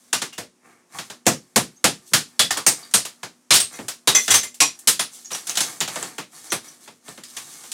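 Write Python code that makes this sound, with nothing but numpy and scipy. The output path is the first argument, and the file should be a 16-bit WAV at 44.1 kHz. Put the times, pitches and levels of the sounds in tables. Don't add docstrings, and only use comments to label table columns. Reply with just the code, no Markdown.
import sys
import numpy as np
from scipy import signal
from scipy.io import wavfile
from scipy.ndimage import uniform_filter1d, minimum_filter1d

SR = 44100
rng = np.random.default_rng(int(sys.argv[2]) if len(sys.argv) > 2 else 0)


def voltage_ratio(level):
    return 10 ** (np.asarray(level, float) / 20)


def master_out(mix):
    frames = np.transpose(np.atleast_2d(mix))
    ceiling = np.clip(frames, -1, 1)
    pcm = np.round(ceiling * 32767).astype(np.int16)
    wavfile.write(sys.argv[1], SR, pcm)


N = 341289

# [t/s, level/dB, hollow thump/dB, sizzle/dB]
BLOWS = [(1.265, -8, 12, -5), (1.559, -8, 11, -4.5), (1.841, -5, 6, -8.5), (2.134, -3, -2, -8),
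         (2.393, -4, -2.5, -10), (2.664, -6, 0.5, -1), (2.938, -3.5, -5.5, -7.5), (3.506, 3, -9, -13.5),
         (4.073, -3.5, -4, -9.5), (4.603, -1, -15.5, -11), (4.873, -5, -6, -2.5)]
# [f/Hz, level/dB, t60/s]
WALL_MODES = [(150, -8, .09), (370, -8, .07), (517, 3, .06), (670, 1, .05)]
# [f/Hz, level/dB per Hz]
CRACK_SPECTRUM = [(85, -22), (137, 1.5), (480, -1), (1000, 1), (3500, -0.5), (6000, 5), (9000, 8),
                  (11500, 0), (14000, -12), (17000, -12)]
# [t/s, level/dB, tilt/dB per octave]
PIECES = [(0.128, -3.5, -1.2), (0.216, -11, -2.5), (0.328, -30, 0.5), (0.379, -15.5, -2.5),
          (0.985, -16.5, -2.5), (1.099, -21.5, -3.5), (1.255, -28, -1), (2.115, -46, -10.5),
          (2.506, -6.5, -0.5), (2.57, -10, -2), (2.91, -34, 2), (3.05, -16, -0.8), (3.23, -17.5, -3.5),
          (3.538, 5.5, 1.5), (3.599, -10.5, 3), (3.787, -26, -8), (3.882, -12, 0.1), (4.149, -6.5, 1),
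          (4.278, -6.5, -2.2), (4.299, -15, -1), (4.308, -1, 0.5), (4.339, 1, 0.5), (4.432, -19, -0.5),
          (4.542, -34, 5.5), (4.789, -37.5, 10), (4.993, -7.5, -1.5), (5.305, -24, -3.5),
          (5.314, -18.5, -2), (5.346, -17, -1), (5.469, -19.5, 3.5), (5.493, -15.5, 0.5),
          (5.553, -17.5, 1.5), (5.571, -4.5, 0), (5.604, -7.5, -1), (5.807, -7, -2.5), (5.876, -14, -2.5),
          (5.957, -17, -5.5), (6.025, -17, -4), (6.181, -16, -3.5), (6.519, -8.5, -4), (6.875, -29.5, -5.5),
          (7.079, -27, -5.5), (7.175, -28, -5), (7.235, -28, 2), (7.367, -18, -0.3), (7.637, -29.5, -2.5),
          (7.716, -19.5, 4.5)]
# [f/Hz, level/dB]
CLACK_COLOUR = [(110, -9.5), (500, -0.5), (3500, 5.5), (10000, -2.5)]
# [t/s, level/dB, f/Hz]
SHORT_NOTES = [(0.131, -27, 2790), (0.324, -41.5, 2850), (0.385, -31, 570), (.95, -35, 1075),
               (1.762, -49.5, 6400), (2.393, -15.5, 3390), (2.393, -27.5, 1930), (2.565, -28.5, 1170),
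               (2.668, -8.5, 8500), (2.94, -13, 8570), (2.506, -24.5, 1850), (2.507, -25, 4800),
               (2.828, -40.5, 4750), (3.602, -15.5, 8600), (4.343, -11.5, 6260), (4.346, -14, 8400),
               (4.344, -17.5, 10180), (4.432, -30, 9300), (4.997, -19, 9550), (4.077, -17, 3820),
               (4.603, -14, 5750), (4.609, -19, 1020), (4.605, -17, 2465), (4.61, -16, 7300),
               (5.246, -33.5, 6660), (5.257, -41, 5800), (5.33, -28, 5760), (5.606, -20.5, 6270),
               (7.25, -44, 5200), (6.502, -28, 6040), (6.521, -29, 6050), (6.518, -22.5, 8350),
               (6.521, -21, 10400), (6.679, -42, 5880), (7.721, -39.5, 9470)]
# [t/s, level/dB]
TILE_KNOCKS = [(3.736, -38.5), (4.148, -8.5), (4.304, -11.5), (4.429, -29)]
# [f/Hz, level/dB, t60/s]
TILE_MODES = [(2085, -14.5, 0.084), (2522, -15.5, 0.058), (3400, -16.5, .05), (5930, -12, .07),
              (6170, -7, 0.03), (6960, -9, .04), (7360, -8, .05), (9700, -25, .03), (10500, -19.5, .03)]
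# [t/s, level/dB, f/Hz]
TICKS = [(5.496, -8, 6300), (5.577, -14, 3480), (5.805, -4.5, 7100), (5.958, -15, 7700),
         (6.028, -11.5, 7740), (7.09, -22.5, 8050), (7.237, -30, 4640), (7.338, -37, 6000),
         (7.367, -22, 8500)]
# [full from t/s, hold/s, fine grit level/dB, coarse crumb level/dB]
SHOWERS = [(0, .1, -62, -69), (0.648, 0.072, -66, -58), (0.948, 0.0064, -43.5, -45.5),
           (2.074, 0.018, -49.5, -83), (2.766, 0.045, -49, -52.5), (3.732, 0.024, -45, -49),
           (4.197, 0.066, -37, -63), (5.13, 0.014, -45, -59.5), (5.328, 0.0066, -38.5, -46.5),
           (5.485, 0.0096, -39, -44), (5.612, 0.059, -37.5, -43.5), (5.91, 0.13, -42, -44),
           (6.334, 0.037, -48, -57), (6.443, 0.028, -47.5, -52.5), (6.65, 0.0072, -47, -52),
           (6.817, 0.014, -52, -57.5), (7.062, 0.046, -50, -56), (7.287, 0.1, -49.5, -58),
           (7.384, 0.28, -47, -55.5)]
# [f/Hz, t60/s]
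ROOM_T60 = [(100, 0.25), (260, 0.25), (700, 0.16), (1840, 0.18), (4850, 0.22), (12800, 0.16)]
# [f/Hz, level/dB per Hz]
AIR_SPECTRUM = [(24, -57), (40, -46.5), (233, 7.5), (510, -2), (639, -2), (4680, -14.5), (6020, -8),
                (8570, -10.5), (14500, -29), (16500, -48)]
# [f/Hz, rms level/dB]
HUM = [(242.2, -66.5), (360.7, -72.5)]
EDGES_HZ = 40 * 2 ** np.arange(0, 9.1, .5)
CENTRES_HZ = np.sqrt(EDGES_HZ[1:] * EDGES_HZ[:-1])


def rms_one(x):
    return x / np.sqrt(np.mean(x ** 2) + 1e-20)


def at_hz(points, hz):
    points = np.array(points)
    return np.interp(np.log(hz), np.log(points[:, 0]), points[:, 1])


def band(x, k):
    sos = signal.butter(2, EDGES_HZ[k:k + 2], "band", fs=SR, output="sos")
    return (-1) ** k * signal.sosfilt(sos, x + 1e-18)


def ring(push, hz, t60_s):
    r = voltage_ratio(-60 / (t60_s * SR))
    w = 2 * np.pi * min(hz, 18000) / SR
    return signal.lfilter([0, np.sin(w)], [1, -2 * r * np.cos(w), r * r], push + 1e-18)


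def grains(count, per_s, spread_db):
    born = rng.random(count) < per_s / SR
    size_db = spread_db * np.minimum(rng.exponential(1, count), 4)
    return rms_one(born * voltage_ratio(size_db) * rng.choice([-1, 1], count))


def contact(crackle, t_s, decay_ms, rise_ms):
    i = round(t_s * SR)
    t = np.arange(min(SR // 4, N - i)) / SR
    shape = (1 - np.exp(-1000 * t / rise_ms)) * np.exp(-1000 * t / decay_ms)
    push = crackle[i:i + len(t)] * shape
    return i, push * np.sqrt(np.sum(shape ** 2) / np.sum(push ** 2))


def blows(crackle):
    crumble_ms, wall_db = 5.1, -43
    knock_db, knock_per_thump = -1.5, 0.5
    contacts, thumps = [], np.zeros(N)
    chance_db = rng.normal(0, 2.0, (len(BLOWS), len(WALL_MODES)))
    for (t_s, db, thump_db, sizzle_db), luck_db in zip(BLOWS, chance_db):
        i, push = contact(crackle, t_s, crumble_ms, rise_ms=0.64)
        mid_db = knock_db + knock_per_thump * thump_db
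        colour = [(250, db + thump_db), (1200, db + mid_db), (4000, db), (10000, db + sizzle_db)]
        contacts.append((i, push, colour))
        for (hz, mode_db, t60_s), mode_luck_db in zip(WALL_MODES, luck_db):
            gain = voltage_ratio(wall_db + db + thump_db + mode_db + mode_luck_db)
            thumps[i:i + len(push)] += gain * ring(push, hz, t60_s)
    return contacts, thumps


def pieces(crackle):
    middle_hz = CLACK_COLOUR[2][0]
    contacts = []
    for t_s, db, tilt in PIECES:
        i, push = contact(crackle, t_s, 2.87, rise_ms=4.94)
        colour = [(hz, db + level + tilt * np.log2(hz / middle_hz)) for hz, level in CLACK_COLOUR]
        contacts.append((i, push, colour))
    return contacts


def cracks(contacts, wet_db, uneven_db):
    out, white = np.zeros(N), rng.standard_normal(N)
    uneven = rng.normal(0, uneven_db, (len(contacts), len(CENTRES_HZ)))
    for k, hz in enumerate(CENTRES_HZ):
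        push = np.zeros(N)
        for (i, crackle, colour), own_db in zip(contacts, uneven):
            push[i:i + len(crackle)] += crackle * voltage_ratio(at_hz(colour, hz) + own_db[k])
        r = voltage_ratio(-120 / (at_hz(ROOM_T60, hz) * SR))
        stored = signal.lfilter([1 - r], [1, -r], push ** 2 + 1e-18)
        diffuse = voltage_ratio(wet_db) * np.sqrt(stored) * white
        out += voltage_ratio(at_hz(CRACK_SPECTRUM, hz)) * band(push + diffuse, k)
    return out


def chimes(crackle):
    notes = [(t_s, db, hz, .018) for t_s, db, hz in SHORT_NOTES]
    for t_s, db in TILE_KNOCKS:
        notes += [(t_s, db + mode_db, hz, t60_s) for hz, mode_db, t60_s in TILE_MODES]
    pitches_hz = 3500 * 2 ** rng.uniform(0, 1.7, (len(PIECES), 7))
    for (t_s, db, _), clinks_hz in zip(PIECES, pitches_hz):
        notes += [(t_s, db - 24.0, hz, 6.3 / hz) for hz in clinks_hz]
    out = np.zeros(N)
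    detune = 1 + rng.normal(0, .011, (len(notes), 3))
    for (t_s, db, hz, t60_s), ratios in zip(notes, detune):
        i, push = contact(crackle, t_s, 9.5, rise_ms=1.0)
        push = voltage_ratio(db) * push / np.sqrt(np.sum(push ** 2))
        out[i:i + len(push)] += sum(ring(push, hz * ratio, t60_s) for ratio in ratios)
    return out


def ticks():
    out = np.zeros(N)
    for t_s, db, hz in TICKS:
        click = np.zeros(SR // 50)
        click[0] = voltage_ratio(db)
        out[round(t_s * SR):][:len(click)] += ring(click, hz, 28 / hz)
    return out


def grit_flow():
    swell_db_per_s, thin_db_per_s = 480, 119
    trickle_db, trickle_thins_db_per_s, trickle_coarse_db = -52.5, 36, -5
    t = np.arange(0, N + 64, 64) / SR
    power = 0
    for t_s, hold_s, *db in SHOWERS:
        swell_db = swell_db_per_s * np.maximum(t_s - t, 0)
        thin_db = thin_db_per_s * np.maximum(t - t_s - hold_s, 0)
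        power = power + voltage_ratio(np.array(db)[:, None] - swell_db - thin_db) ** 2
    fine_coarse = voltage_ratio(np.array([[0], [trickle_coarse_db]]))
    for t_s, db, *_ in BLOWS:
        trickle = (t > t_s) * voltage_ratio(db + trickle_db - trickle_thins_db_per_s * (t - t_s))
        power = power + (trickle * fine_coarse) ** 2
    return [np.interp(np.arange(N) / SR, t, np.sqrt(p)) for p in power]


def grit():
    split_hz = 2600
    fine_gain, coarse_gain = grit_flow()
    fine, coarse = grains(N, 2500, 4), grains(N, 900, 4.5)
    bright, dull = np.zeros(N), np.zeros(N)
    for k, hz in enumerate(CENTRES_HZ):
        gain = voltage_ratio(at_hz(CRACK_SPECTRUM, hz))
        if hz > split_hz:
            bright += gain * band(fine, k)
        else:
            dull += gain * band(coarse, k)
    clink_hz = np.geomspace(3800, 10500, num=14)
    clinks = sum(ring(grains(N, 12, 4.0), hz, 90 / hz) for hz in clink_hz)
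    bright = rms_one(bright) + voltage_ratio(-10.5) * rms_one(clinks)
    return fine_gain * bright + coarse_gain * rms_one(dull)


def room(x, wet_db):
    t = np.arange(SR // 2) / SR
    white = rng.standard_normal((2, len(t)))
    tail = np.zeros(len(t))
    for k, hz in enumerate(CENTRES_HZ):
        tail += band(white[k % 2], k) * voltage_ratio(-60 * t / at_hz(ROOM_T60, hz))
    tail *= 1 - np.exp(-t / 0.0018)
    tail /= np.sqrt(np.sum(tail ** 2))
    return x + voltage_ratio(wet_db) * signal.fftconvolve(x, tail)[:N]


def air():
    white = rng.standard_normal((2, N))
    hiss = sum(voltage_ratio(at_hz(AIR_SPECTRUM, hz)) * band(white[k % 2], k) for k, hz in enumerate(CENTRES_HZ))
    hum = sum(voltage_ratio(db) * rms_one(ring(white[0], hz, 0.99)) for hz, db in HUM)
    return voltage_ratio(-64) * rms_one(hiss) + hum


def scene():
    crackle = grains(N, 9000, 2.3)
    struck, thumps = blows(crackle)
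    broad = cracks(struck + pieces(crackle), wet_db=4.5, uneven_db=1.5)
    ringing = room(thumps + chimes(crackle) + grit(), wet_db=0.5)
    sharp = room(ticks(), wet_db=-4.0)
    return (broad + ringing + sharp + air())[None]


def band_limit(x):
    return signal.sosfilt(signal.butter(12, 16960, fs=SR, output="sos"), x)


def record(dry):
    x = signal.sosfilt(signal.cheby2(10, 50, 16900, fs=SR, output="sos"), dry)
    x = signal.sosfilt(signal.butter(2, 85, "high", fs=SR, output="sos"), x)
    ceiling_gain = np.minimum(1, .76 / (np.abs(x) + 1e-9))
    gain = uniform_filter1d(minimum_filter1d(ceiling_gain, size=61), size=61)
    return band_limit(x * gain)


dry = scene()
out = record(dry)
master_out(out)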